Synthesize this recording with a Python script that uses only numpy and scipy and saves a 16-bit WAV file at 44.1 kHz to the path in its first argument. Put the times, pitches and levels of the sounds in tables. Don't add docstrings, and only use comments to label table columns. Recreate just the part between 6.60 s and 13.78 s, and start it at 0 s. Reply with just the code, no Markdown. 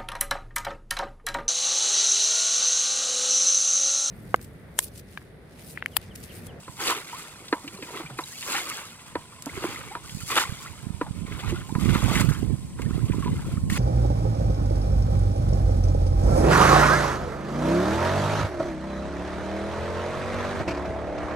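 import sys
import numpy as np
from scipy import signal
from scipy.fft import rfft, irfft, next_fast_len
from scipy.io import wavfile
from scipy.ndimage import uniform_filter1d, map_coordinates

SR = 44100
rng = np.random.default_rng(int(sys.argv[2]) if len(sys.argv) > 2 else 0)


def unload_audio(sound):
    columns = np.transpose(np.atleast_2d(sound))
    steps = np.round(np.clip(columns, -1, 1) * 32767)
    wavfile.write(sys.argv[1], SR, steps.astype(np.int16))


N = 316638

# f/Hz, relative level/dB
AIR_SPECTRUM = [(30, -5), (150, 9.5), (400, -3), (750, -5.5), (1000, -3), (1250, -16), (3000, -13),
                (5800, -12.5), (7000, -14.5), (8300, -2), (9200, -12), (10200, -9.5), (11300, -27),
                (15500, -43)]
# t/s, f/Hz, level/dB
WHINE_PATH = [(0, 1015, -88), (2.8, 1006, -57.5), (3.5, 1009, -70), (5.5, 1064, -50), (6.1, 1053, -64),
              (7.18, 1078, -55.5)]
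# t/s, left level/dB, right level/dB
BREEZE_LEVELS = [(0, -72, -61), (2.7, -68, -60), (3.1, -53, -44.5), (4.1, -55, -43.5), (5.4, -43, -26.5),
                 (6.05, -37.5, -37), (7.18, -36.5, -27.5)]
# t/s, length/s, left
# level/dB, right level/dB
GUSTS_AND_THUD = [(0.086, 0.23, -60, -53), (2.557, 0.033, -49, -53), (2.962, 0.091, -48, -41),
                  (3.51, 0.11, -66, -42), (4.242, 0.11, -65, -38.5), (4.468, 0.29, -44, -35),
                  (4.896, 0.12, -33.5, -26), (5.247, 0.4, -53, -19), (5.693, 0.251, -50, -22.5),
                  (6.256, 0.46, -37.5, -23), (6.75, 0.046, -23, -39), (6.858, 0.3, -32, -29.5)]
# f/Hz, relative level/dB
BUFFET_SPECTRUM = [(15, -57), (30, -14.5), (60, 0), (110, 2), (170, -2), (250, -9.5), (340, -14),
                   (500, -26.5), (800, -36.5), (2000, -55), (6000, -93)]
# t/s, peak level/dB, f/Hz
EDDY_THUMPS = [(0.098, -29, 123), (2.978, -24, 165), (3.552, -19, 135), (3.572, -22.5, 168),
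               (3.636, -21, 126), (3.897, -19, 101), (3.925, -19.5, 153), (4.27, -16.5, 178),
               (4.306, -15.5, 150), (4.348, -18.5, 95), (4.511, -15, 132), (4.62, -16.5, 156),
               (4.651, -18, 195), (5.126, -13, 209), (5.161, -7.5, 132), (5.185, -9, 196), (5.258, -7, 191),
               (5.292, -5.5, 166), (5.359, -4.5, 203), (5.515, -10.5, 190), (5.566, -5, 151),
               (5.61, -8, 210), (5.688, -7, 128), (5.83, -11.5, 210), (5.93, -12, 170), (5.99, -21, 150),
               (6.05, -23, 170), (6.198, -16, 303), (6.262, -12, 130), (6.31, -12.5, 210), (6.335, -14, 95),
               (6.381, -13, 260), (6.5, -8.5, 245), (6.511, -8.5, 131), (6.546, -16, 298),
               (6.585, -11, 240), (6.605, -12, 170), (6.662, -12, 260), (6.677, -11, 131),
               (6.731, -10.5, 170), (6.884, -20, 277), (6.94, -11, 140), (6.98, -10, 153),
               (7.039, -8.5, 125), (7.125, -8, 149)]
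# t/s, peak level/dB
STRAW_SNAPS = [(1.076, -44), (2.099, -24), (2.823, -30), (2.859, -30.5), (6.219, -37)]
# t/s, slosh level/dB
POOL_LEVEL = [(0, -56), (2.6, -54), (4.6, -54.5), (6, -63), (7.18, -81)]
# t/s, peak level/dB, f/Hz, t60/s, upward glide/(octaves/s)
SINGLE_BUBBLES = [(.226, -26, 340, 0.027, 4), (.233, -32, 1200, 0.025, 5), (.28, -26, 458, 0.056, 6),
                  (.319, -23.5, 990, .04, 3), (.36, -32, 400, 0.047, 10), (0.53, -30.5, 903, 0.08, 12),
                  (1.043, -33, 274, 0.056, 4), (1.069, -33, 310, 0.038, 3), (1.134, -38, 197, 0.078, -3),
                  (1.141, -43, 2300, .03, 9), (1.174, -42, 4080, .016, 3), (1.186, -43, 402, 0.11, -4),
                  (1.235, -38, 2400, 0.035, 8), (1.287, -43, 890, 0.04, 19), (1.352, -33, 371, 0.043, 8),
                  (1.399, -28, 316, 0.045, 5), (1.44, -34, 151, 0.09, 0), (1.461, -34, 2320, 0.033, 4.5),
                  (1.508, -34, 134, 0.12, -1.5), (1.638, -32, 3900, 0.018, 3), (2.025, -39, 1120, 0.028, 5),
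                  (2.106, -30, 1210, .03, 6), (2.865, -25, 266, 0.047, 6), (2.872, -36, 960, 0.044, -1.5),
                  (2.892, -32.5, 1900, .03, 25), (2.971, -26.5, 348, .045, 10),
                  (3.042, -18, 298, 0.045, 15), (3.047, -32, 993, 0.035, 8), (3.088, -32, 352, .035, 6),
                  (3.159, -31, 1950, 0.027, 26), (3.182, -46, 1020, 0.036, 3),
                  (3.212, -39.5, 1460, 0.034, 10), (3.287, -42, 2270, .06, 0), (3.312, -37, 778, 0.11, 10),
                  (3.44, -44, 1337, 0.063, 8.5), (3.616, -42, 1340, 0.028, 4),
                  (3.723, -22.5, 1060, .025, 13), (3.765, -25.5, 463, 0.047, 6),
                  (3.976, -40, 2040, .025, 7), (4.003, -41, 1020, 0.038, 11),
                  (4.072, -36, 1890, 0.027, 26.5), (4.436, -43, 930, 0.03, 3), (4.463, -36, 800, 0.039, 15),
                  (4.664, -40, 2170, .03, 12), (4.832, -36.5, 800, .06, 33), (4.84, -37, 1163, .04, 6),
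                  (4.882, -42, 1210, 0.032, 21), (4.897, -36, 2800, 0.034, 1),
                  (4.921, -24.5, 340, 0.067, 2), (4.961, -33.5, 1360, 0.031, 12),
                  (5.092, -35.5, 820, 0.055, 14), (5.191, -39, 1090, 0.028, 23),
                  (5.494, -28, 1150, 0.045, 2), (5.822, -41, 690, 0.025, 17),
                  (6.189, -36.5, 897, 0.056, 10.5), (6.26, -40, 1750, 0.03, 7),
                  (6.305, -36, 1137, 0.032, 33), (6.329, -45, 1690, 0.036, 25),
                  (6.533, -34.5, 953, 0.041, 8), (6.625, -30.5, 1160, 0.047, -8.5),
                  (6.66, -31.5, 980, .08, 2.5), (6.678, -30, 932, 0.041, 11.5),
                  (6.718, -41, 1940, 0.04, 11), (6.789, -44, 863, 0.071, 7), (6.845, -44, 996, 0.032, 7),
                  (6.97, -36, 1144, 0.033, 18.5)]
# t/s, peak level/dB, low thud/dB, rim tick/dB
BUCKET_KNOCKS = [(0.078, -25.5, -25, -27), (0.926, -8, -17, -12), (1.225, -42.5, 1.5, 7),
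                 (1.587, -14.5, -24.5, -13.5), (2.553, -15.5, -17, -16.5), (3.351, -18, -24.5, -20),
                 (4.412, -14.5, -16, -20), (5.151, -20, -19.5, -18), (5.35, -17.5, -19, -11)]
# f/Hz, level/dB, swell time/s
BUCKET_MODES = [(314, 0.5, 0.0054), (477, 2.5, 0.0029), (714, -15, 0.0015), (976, -10, 0.0066),
                (1240, -8, 0.0017), (2040, -24, 0.0019), (2067, -11, 0.0014), (2490, -8.5, 0.0023),
                (3490, -24, 0.0033), (4300, -3, 0.0008)]
# t/s, rise/s, swell/dB, slosh level/dB, spray level/dB, gurgle level/dB, t60/s
SCOOP_EVENTS = [(.78, 0.55, 11, -52, -49, -48, 1.2), (1.24, 0.14, 18, -38, -47, -46.5, 0.48),
                (2.86, 0.18, 12, -36.5, -42, -44, 1.26), (4.661, 0.22, 7, -40.5, -49, -47, 0.78),
                (6.16, 0.78, 2.5, -49.5, -53.5, -49, 0.3)]
# t/s, rise/s, slosh swell/dB, slosh level/dB, spray level/dB, t60/s,
# leading spray level/dB, stragglers' delay/s, stragglers' level/dB
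THROW_EVENTS = [(0.197, 0.089, 20.5, -23, -29, 0.34, -52, 0.33, -43),
                (1.82, 0.11, 20, -28.5, -32, 0.39, -41, 0.2, -38),
                (3.685, 0.095, 25, -21.5, -29, 0.29, -41, 0.25, -45),
                (5.188, 0.425, 12.5, -30.5, -38.5, 0.17, -51.5, 0.095, -42.5),
                (7.095, 0.18, 7, -33.5, -34.5, 0.27, -77, .25, -42)]
# t/s, half length/s, slosh level/dB, spray level/dB
WATER_SHEETS = [(0.23, 0.026, -31, -36.5), (1.977, 0.036, -32, -33.5), (3.729, 0.022, -30.5, -38),
                (3.81, 0.019, -36, -30.5), (4.904, 0.02, -57, -48), (5.31, 0.058, -35, -46),
                (5.559, 0.026, -38, -34), (5.607, 0.0072, -42, -32), (7.17, 0.012, -31, -39.5)]
# t/s, peak level/dB, centre f/Hz, t60/s
WATER_SLAPS = [(.202, -16.5, 1300, 0.055), (.226, -24, 2200, 0.06), (.277, -5, 3200, 0.033),
               (.298, -13, 935, 0.19), (.583, -27, 1400, .025), (.882, -21, 3700, .05),
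               (1.078, -16.5, 2840, 0.048), (1.225, -18, 2240, 0.055), (1.332, -24.5, 990, 0.086),
               (1.375, -24, 1400, 0.055), (1.402, -19, 1070, 0.073), (1.5, -21, 1150, 0.07),
               (1.826, -18, 2600, 0.079), (1.873, -24, 1100, .07), (1.884, -16, 1200, 0.09),
               (1.948, -12.5, 1820, 0.16), (1.965, -12, 2300, 0.073), (1.982, -16.5, 1400, 0.073),
               (2.083, -27, 1240, 0.067), (2.116, -19, 1900, .04), (2.175, -22, 1270, 0.15),
               (2.392, -28.5, 2290, 0.06), (2.866, -21, 900, 0.084), (2.932, -26, 1010, 0.032),
               (3.039, -18, 1300, 0.063), (2.975, -26, 1500, .09), (3.094, -29, 800, .05),
               (3.16, -30, 2000, .03), (3.495, -21, 2910, 0.032), (3.605, -24, 1600, 0.029),
               (3.767, -6.5, 1180, 0.072), (3.778, -4.5, 1140, 0.064), (3.784, 1, 1180, 0.022),
               (3.797, -10, 1210, 0.047), (4.059, -24, 1330, 0.068), (4.465, -23, 895, 0.076),
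               (4.722, -20.5, 2020, 0.04), (4.801, -22, 2500, 0.06), (4.884, -34, 1700, 0.05),
               (5.012, -25.5, 1430, 0.074), (5.291, -14, 1790, 0.058), (5.351, -15, 1310, 0.11),
               (5.425, -22, 750, 0.12), (5.481, -20, 720, 0.17), (5.514, -16, 750, 0.092),
               (5.555, -9, 2070, 0.093), (5.574, -9.5, 2010, 0.044), (5.594, -21, 690, 0.086),
               (5.689, -20.5, 1330, 0.12), (5.719, -22.5, 1450, 0.3), (6.187, -26, 1440, 0.082),
               (6.217, -22.5, 2240, 0.065), (6.482, -31, 2600, 0.11), (6.504, -30, 1500, 0.05),
               (6.52, -23.5, 2200, 0.056), (6.306, -26, 1300, .03), (6.626, -25, 1200, .035),
               (6.645, -26.5, 1900, 0.078), (6.672, -28, 2860, 0.099), (6.791, -28, 1140, .045),
               (6.971, -27, 1240, 0.026), (7.1, -13.5, 1900, 0.036)]
# f/Hz, relative level/dB per Hz
SLOSH_SPECTRUM = [(60, -25), (170, -17.5), (320, -5), (480, -4.5), (640, -9), (800, -6), (1020, -1),
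                  (1350, -1.5), (1730, -10), (2080, -3), (2400, -5.5), (2700, -4.5), (3050, -10),
                  (3400, -6.5), (4600, -15), (8000, -29)]
# f/Hz, relative level/dB per Hz
SPRAY_SPECTRUM = [(800, -19), (2500, -4.5), (3600, -8), (4600, 0.5), (5600, -4), (7000, 1), (9500, -4),
                  (12000, -7.5), (15500, -15)]
# f/Hz, relative level/dB
SPATTER_SPECTRUM = [(300, -15), (1050, -2.5), (1400, 5), (1720, -7), (2100, 1), (2700, -7.5), (3050, 3),
                    (3400, 2.5), (4600, -3), (9000, -1), (15500, -10)]
# f/Hz, left-right likeness (1 = same)
CHANNEL_LIKENESS = [(200, 1), (1200, 0.75), (2500, 0.58), (5000, 0.53), (8000, 0.62), (11000, 0.53),
                    (15000, 0.24)]
# f/Hz, left minus right level/dB
PORT_SHADE = [(200, -2.5), (700, -2), (1100, -1), (2000, 0), (2700, 0), (3500, 1), (8000, -1.5), (13000, 3)]

TOP_HZ = 15800
GUST_RISE_S, GUST_FALL_S = 0.11, 0.018
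SHELTER_HZ = 330
LEAD_S, LEAD_SWELL_DB = 0.256, 8.5
STRAGGLE_SWELL_DB, STRAGGLE_T60_S, STRAGGLE_SPRAY_DB = 5, 0.81, -1
POOL_SPRAY_DB, THROW_GURGLE_DB = -57.5, -16.5
SPRAY_SWELL = 0.48
ATTACK_SHARE = 0.032
SETTLE_S, DRIP_GROWTH = 0.041, 0.75
SPATTER_DB = -6.5
BUBBLE_HOLD = 1.75
CHURN_DB = -10
FOAM_DB, RIPPLE_DB = -5.5, -5.5


def amp(db):
    return np.exp(np.asarray(db) * (np.log(10) / 20))


def unit(x):
    return x / np.sqrt(np.mean(x ** 2) + 1e-20)


def along(points, hz):
    f, v = np.transpose(points)
    return np.interp(np.log(hz + 1), np.log(f + 1), v)


def curves(rows):
    s, *cols = np.transpose(rows)
    now = np.arange(N) / SR
    return [np.interp(now, s, c) for c in cols]


def wobble(rate):
    knots = rng.standard_normal(int(N * rate / SR) + 4)
    return map_coordinates(knots, [np.arange(N) * rate / SR])


def filtered(x, response):
    m = next_fast_len(N + SR // 2)
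    return irfft(rfft(x, m) * response(np.fft.rfftfreq(m, 1 / SR)), m)[..., :N]


def coloured(x, spectrum):
    return unit(filtered(x, lambda hz: amp(along(spectrum, hz))))


def add(track, s, sound):
    i = max(0, round(s * SR))
    track[i:i + len(sound)] += sound[:max(0, N - i)]


def drops(rate, spread_db):
    count = int(rate * N / SR)
    size_db = spread_db * np.minimum(rng.exponential(size=count), 3)
    size = amp(size_db) * rng.choice([-1, 1], count)
    return unit(np.bincount(rng.integers(0, N, count), size, N))


def rush(t, centre_hz, octaves):
    hz = np.fft.rfftfreq(len(t), 1 / SR) + 1
    hump = 1 / (1 + (np.log2(hz / centre_hz) / octaves) ** 2) ** 1.5
    return unit(irfft(rfft(rng.standard_normal(len(t))) * hump, len(t)))


def lumpy(x, depth_db):
    z = signal.stft(x, nperseg=1024)[2]
    field = uniform_filter1d(rng.standard_normal(z.shape), size=4, axis=0)
    field = uniform_filter1d(field, size=3, axis=1)
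    stress = amp(depth_db * np.clip(unit(field), -2, 2))
    return unit(signal.istft(z * stress, nperseg=1024)[1][:N])


def bubble(t, hz, t60, glide):
    turns = np.cumsum(hz * 2 ** np.minimum(glide * t, 1), axis=-1) / SR
    decay = amp(-60 * (t / t60) ** BUBBLE_HOLD)
    return np.sin(2 * np.pi * turns) * decay * (1 - np.exp(-t * hz))


def froth(rate, centre_hz, octaves, cycles, spread_db, rise):
    count = int(rate * N / SR)
    t = np.arange(SR // 22) / SR
    when, pitch, strength, life, climb = rng.random((count, 5)).T[..., None]
    scatter = octaves * .55 * np.log(pitch / (1 - pitch))
    hz = np.clip(centre_hz * 2 ** scatter, 200, 7000)
    size = amp(spread_db * np.minimum(-np.log(strength), 3))
    t60 = np.minimum(cycles / hz * (.5 + life), t[-1])
    t = t[t <= t60.max()]
    rings = size * bubble(t, hz, t60, 2 * climb * rise / t60)
    at = (when * N).astype(int) + np.arange(len(t))
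    return unit(np.bincount(at.ravel(), rings.ravel(), N)[:N])


def widened(mid, side):
    turn = lambda hz: np.arccos(np.clip(along(CHANNEL_LIKENESS, hz), -1, 1)) / 2
    shares = lambda hz: np.array([np.cos(turn(hz)), np.sin(turn(hz))])
    mid, side = filtered(np.array([mid, side]), shares)
    return np.array([mid + side, mid - side])


def from_left(x):
    lead = 4 / SR

    def half(hz):
        return along(PORT_SHADE, hz) / 2 * np.log(10) / 20 + 1j * np.pi * hz * lead

    return filtered(x, lambda hz: np.exp([half(hz), -half(hz)]))


def air():
    hz, db = curves(WHINE_PATH)
    turns = np.cumsum(hz + 12 * wobble(40)) / SR
    whine = amp(db + 1.5 * wobble(39)) * np.sin(2 * np.pi * turns)
    hiss = widened(*coloured(rng.standard_normal((2, N)), AIR_SPECTRUM))
    return amp(-50.5) * hiss + whine


def wind():
    now = np.arange(N) / SR
    power = amp(curves(BREEZE_LEVELS)) ** 2
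    for start, length, left_db, right_db in GUSTS_AND_THUD:
        ramp = np.minimum((now - start) / GUST_RISE_S, (start + length - now) / GUST_FALL_S)
        gust = np.clip(1 + ramp, 0, 1)
        power = power + (amp([[left_db], [right_db]]) * gust) ** 2

    def eddies():
        surges = amp(3.6 * np.tanh(wobble(55)) + 2.85 * np.tanh(wobble(16)))
        rough = drops(rate=280, spread_db=2.5) + 0.72 * rng.standard_normal(N)
        return coloured(rough * surges, BUFFET_SPECTRUM)

    left, right = np.sqrt(power) * [eddies(), eddies()]
    left = filtered(left, lambda hz: 1 / np.hypot(1, (hz / SHELTER_HZ) ** 2))
    t = np.arange(-SR // 40, SR // 40) / SR
    for s, db, hz in EDDY_THUMPS:
        push = np.sin(2 * np.pi * (hz * t + rng.random())) / np.cosh(3.9 * hz * t)
        add(right, s + t[0], amp(db) * push)
    return np.array([left, right])


def straw():
    t, strength = np.arange(SR // 20) / SR, np.zeros(N)
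    for s, db in STRAW_SNAPS:
        add(strength, s, amp(db - 60 * t / 0.02))
    return strength * widened(*coloured(rng.standard_normal((2, N)), SPRAY_SPECTRUM))


def trickle(slosh):
    keep = np.exp(-1 / (SETTLE_S * SR))
    stirred = signal.lfilter([1 - keep], [1, -keep], slosh) ** DRIP_GROWTH
    drips = froth(rate=110, centre_hz=2300, octaves=0.6, cycles=28, spread_db=3.5, rise=.2)
    return amp(-26.5) * stirred * drips


def gulps(gurgle):
    t, out = np.arange(SR // 6) / SR, np.zeros(N)
    for s, db, hz, t60, glide in SINGLE_BUBBLES:
        churn = amp(CHURN_DB - 90 * t / t60) * rush(t, 1.5 * hz, octaves=0.87)
        add(out, s, amp(db) * (bubble(t, hz, t60, glide) + churn))
    deep = froth(rate=120, centre_hz=373, octaves=0.4, cycles=6, spread_db=3, rise=.25)
    ripples = froth(rate=60, centre_hz=1150, octaves=.4, cycles=24, spread_db=2.5, rise=.35)
    waver = 1 + .2 * wobble(300)
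    return out * waver + gurgle * (deep + amp(RIPPLE_DB) * ripples)


def bucket():
    t, out = np.arange(SR // 8) / SR, np.zeros(N)
    for s, db, thud_db, tick_db in BUCKET_KNOCKS:
        ring = amp(-4.0 + tick_db / 3 - 60 * t / 0.052) * rush(t, 1440, octaves=0.69)
        ring += amp(-2.5 + tick_db - 60 * t / 0.026) * rush(t, 4100, octaves=0.18)
        colour = [(500, thud_db + 7.5), (900, 0), (1250, 0), (1700, tick_db + 4.0)]  # (Hz, dB)
        for hz, level_db, swell in BUCKET_MODES:
            u = t / swell
            tail = .03 * (1 - np.exp(-u)) * amp(-60 * t / .18)
            shape = (u * np.exp(1 - u)) ** 2 + tail
            pitch = hz * (1 + rng.normal(0, 0.034))
            gain = amp(level_db + along(colour, hz) + rng.normal(0, 1))
            ring += gain * shape * np.sin(2 * np.pi * (pitch * t + rng.random()))
        ring += amp(-17.0 - 60 * t / 0.1) * rush(t, 670, octaves=0.99)
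        ring += amp(-19 - 60 * t / 0.18) * rush(t, 980, octaves=0.19)
        add(out, s, amp(db - 1.5) * ring * (1 - np.exp(-t * 1000)))
    return out


def surge(start, rise, swell_db, t60):
    t = np.arange(N) / SR - start
    db = -swell_db * np.clip(1 - t / rise, 0, 1) - 60 * np.maximum(t - rise, 0) / t60
    return amp(db) * np.clip(t / (ATTACK_SHARE * rise), 0, 1)


def water():
    slosh = [amp(curves(POOL_LEVEL)[0])]
    spray = [np.full(N, amp(POOL_SPRAY_DB))]
    gurgle = []
    for start, rise, swell_db, slosh_db, spray_db, t60, lead_db, delay, late_db in THROW_EVENTS:
        mass = amp(slosh_db) * surge(start, rise, swell_db, t60)
        mist = amp(spray_db) * surge(start, rise, SPRAY_SWELL * swell_db, t60)
        lead = amp(lead_db) * surge(start - LEAD_S, LEAD_S, LEAD_SWELL_DB, t60)
        late = amp(late_db) * surge(start + rise, delay, STRAGGLE_SWELL_DB, STRAGGLE_T60_S)
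        slosh += [mass, late]
        spray += [mist, lead, amp(STRAGGLE_SPRAY_DB) * late]
        gurgle.append(amp(THROW_GURGLE_DB) * mass)
    for start, rise, swell_db, slosh_db, spray_db, gurgle_db, t60 in SCOOP_EVENTS:
        flow = surge(start, rise, swell_db, t60)
        slosh.append(amp(slosh_db) * flow)
        spray.append(amp(spray_db) * flow)
        gurgle.append(amp(gurgle_db) * flow)
    for s, half, slosh_db, spray_db in WATER_SHEETS:
        landing = np.exp(-.5 * ((np.arange(N) / SR - s) / half) ** 2)
        slosh.append(amp(slosh_db) * landing)
        spray.append(amp(spray_db) * landing)
    return [np.linalg.norm(layer, axis=0) for layer in (slosh, spray, gurgle)]


def slaps():
    t, out = np.arange(SR // 8) / SR, np.zeros(N)
    for s, db, hz, t60 in WATER_SLAPS:
        add(out, s, amp(db - 14 - 60 * t / t60) * rush(t, hz, octaves=0.66))
    return out


def splashes(slosh, spray):
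    lumps = wobble(50)

    def plash():
        patter = drops(rate=1600, spread_db=3) + .25 * rng.standard_normal(N)
        return coloured(lumpy(patter, depth_db=4.6), SLOSH_SPECTRUM)

    def droplets():
        crackle = froth(rate=220, centre_hz=2600, octaves=.75, cycles=4, spread_db=4, rise=.2)
        return coloured(crackle, SPATTER_SPECTRUM)

    def fizz():
        patter = drops(rate=1100, spread_db=5) + .6 * rng.standard_normal(N)
        return coloured(lumpy(patter, depth_db=2.5), SPRAY_SPECTRUM)

    foam = froth(rate=220, centre_hz=1900, octaves=.7, cycles=26, spread_db=3, rise=.2)
    foam = amp(FOAM_DB) * coloured(foam, SLOSH_SPECTRUM)
    spatter = amp(SPATTER_DB) * widened(droplets(), droplets())
    body = unit(widened(plash(), plash()) + foam + spatter)
    splats = amp(2 * np.tanh(wobble(170)))
    ticks = froth(rate=120, centre_hz=3413, octaves=0.5, cycles=106, spread_db=2.0, rise=0.13)
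    mist = amp(0.44 + 1.3 * lumps + 0.42 * wobble(150)) * widened(fizz(), fizz())
    return slosh * amp(1.6 * lumps) * splats * body + spray * (mist + amp(-6.0) * ticks)


def scene():
    slosh, spray, gurgle = water()
    field = air() + straw()
    pool = trickle(slosh) + gulps(gurgle)
    bailing = bucket() + slaps() + splashes(slosh, spray)
    return from_left(field + pool + bailing) + wind()


def record(dry):
    return filtered(dry, lambda hz: hz < TOP_HZ)


dry = scene()
out = record(dry)
unload_audio(out)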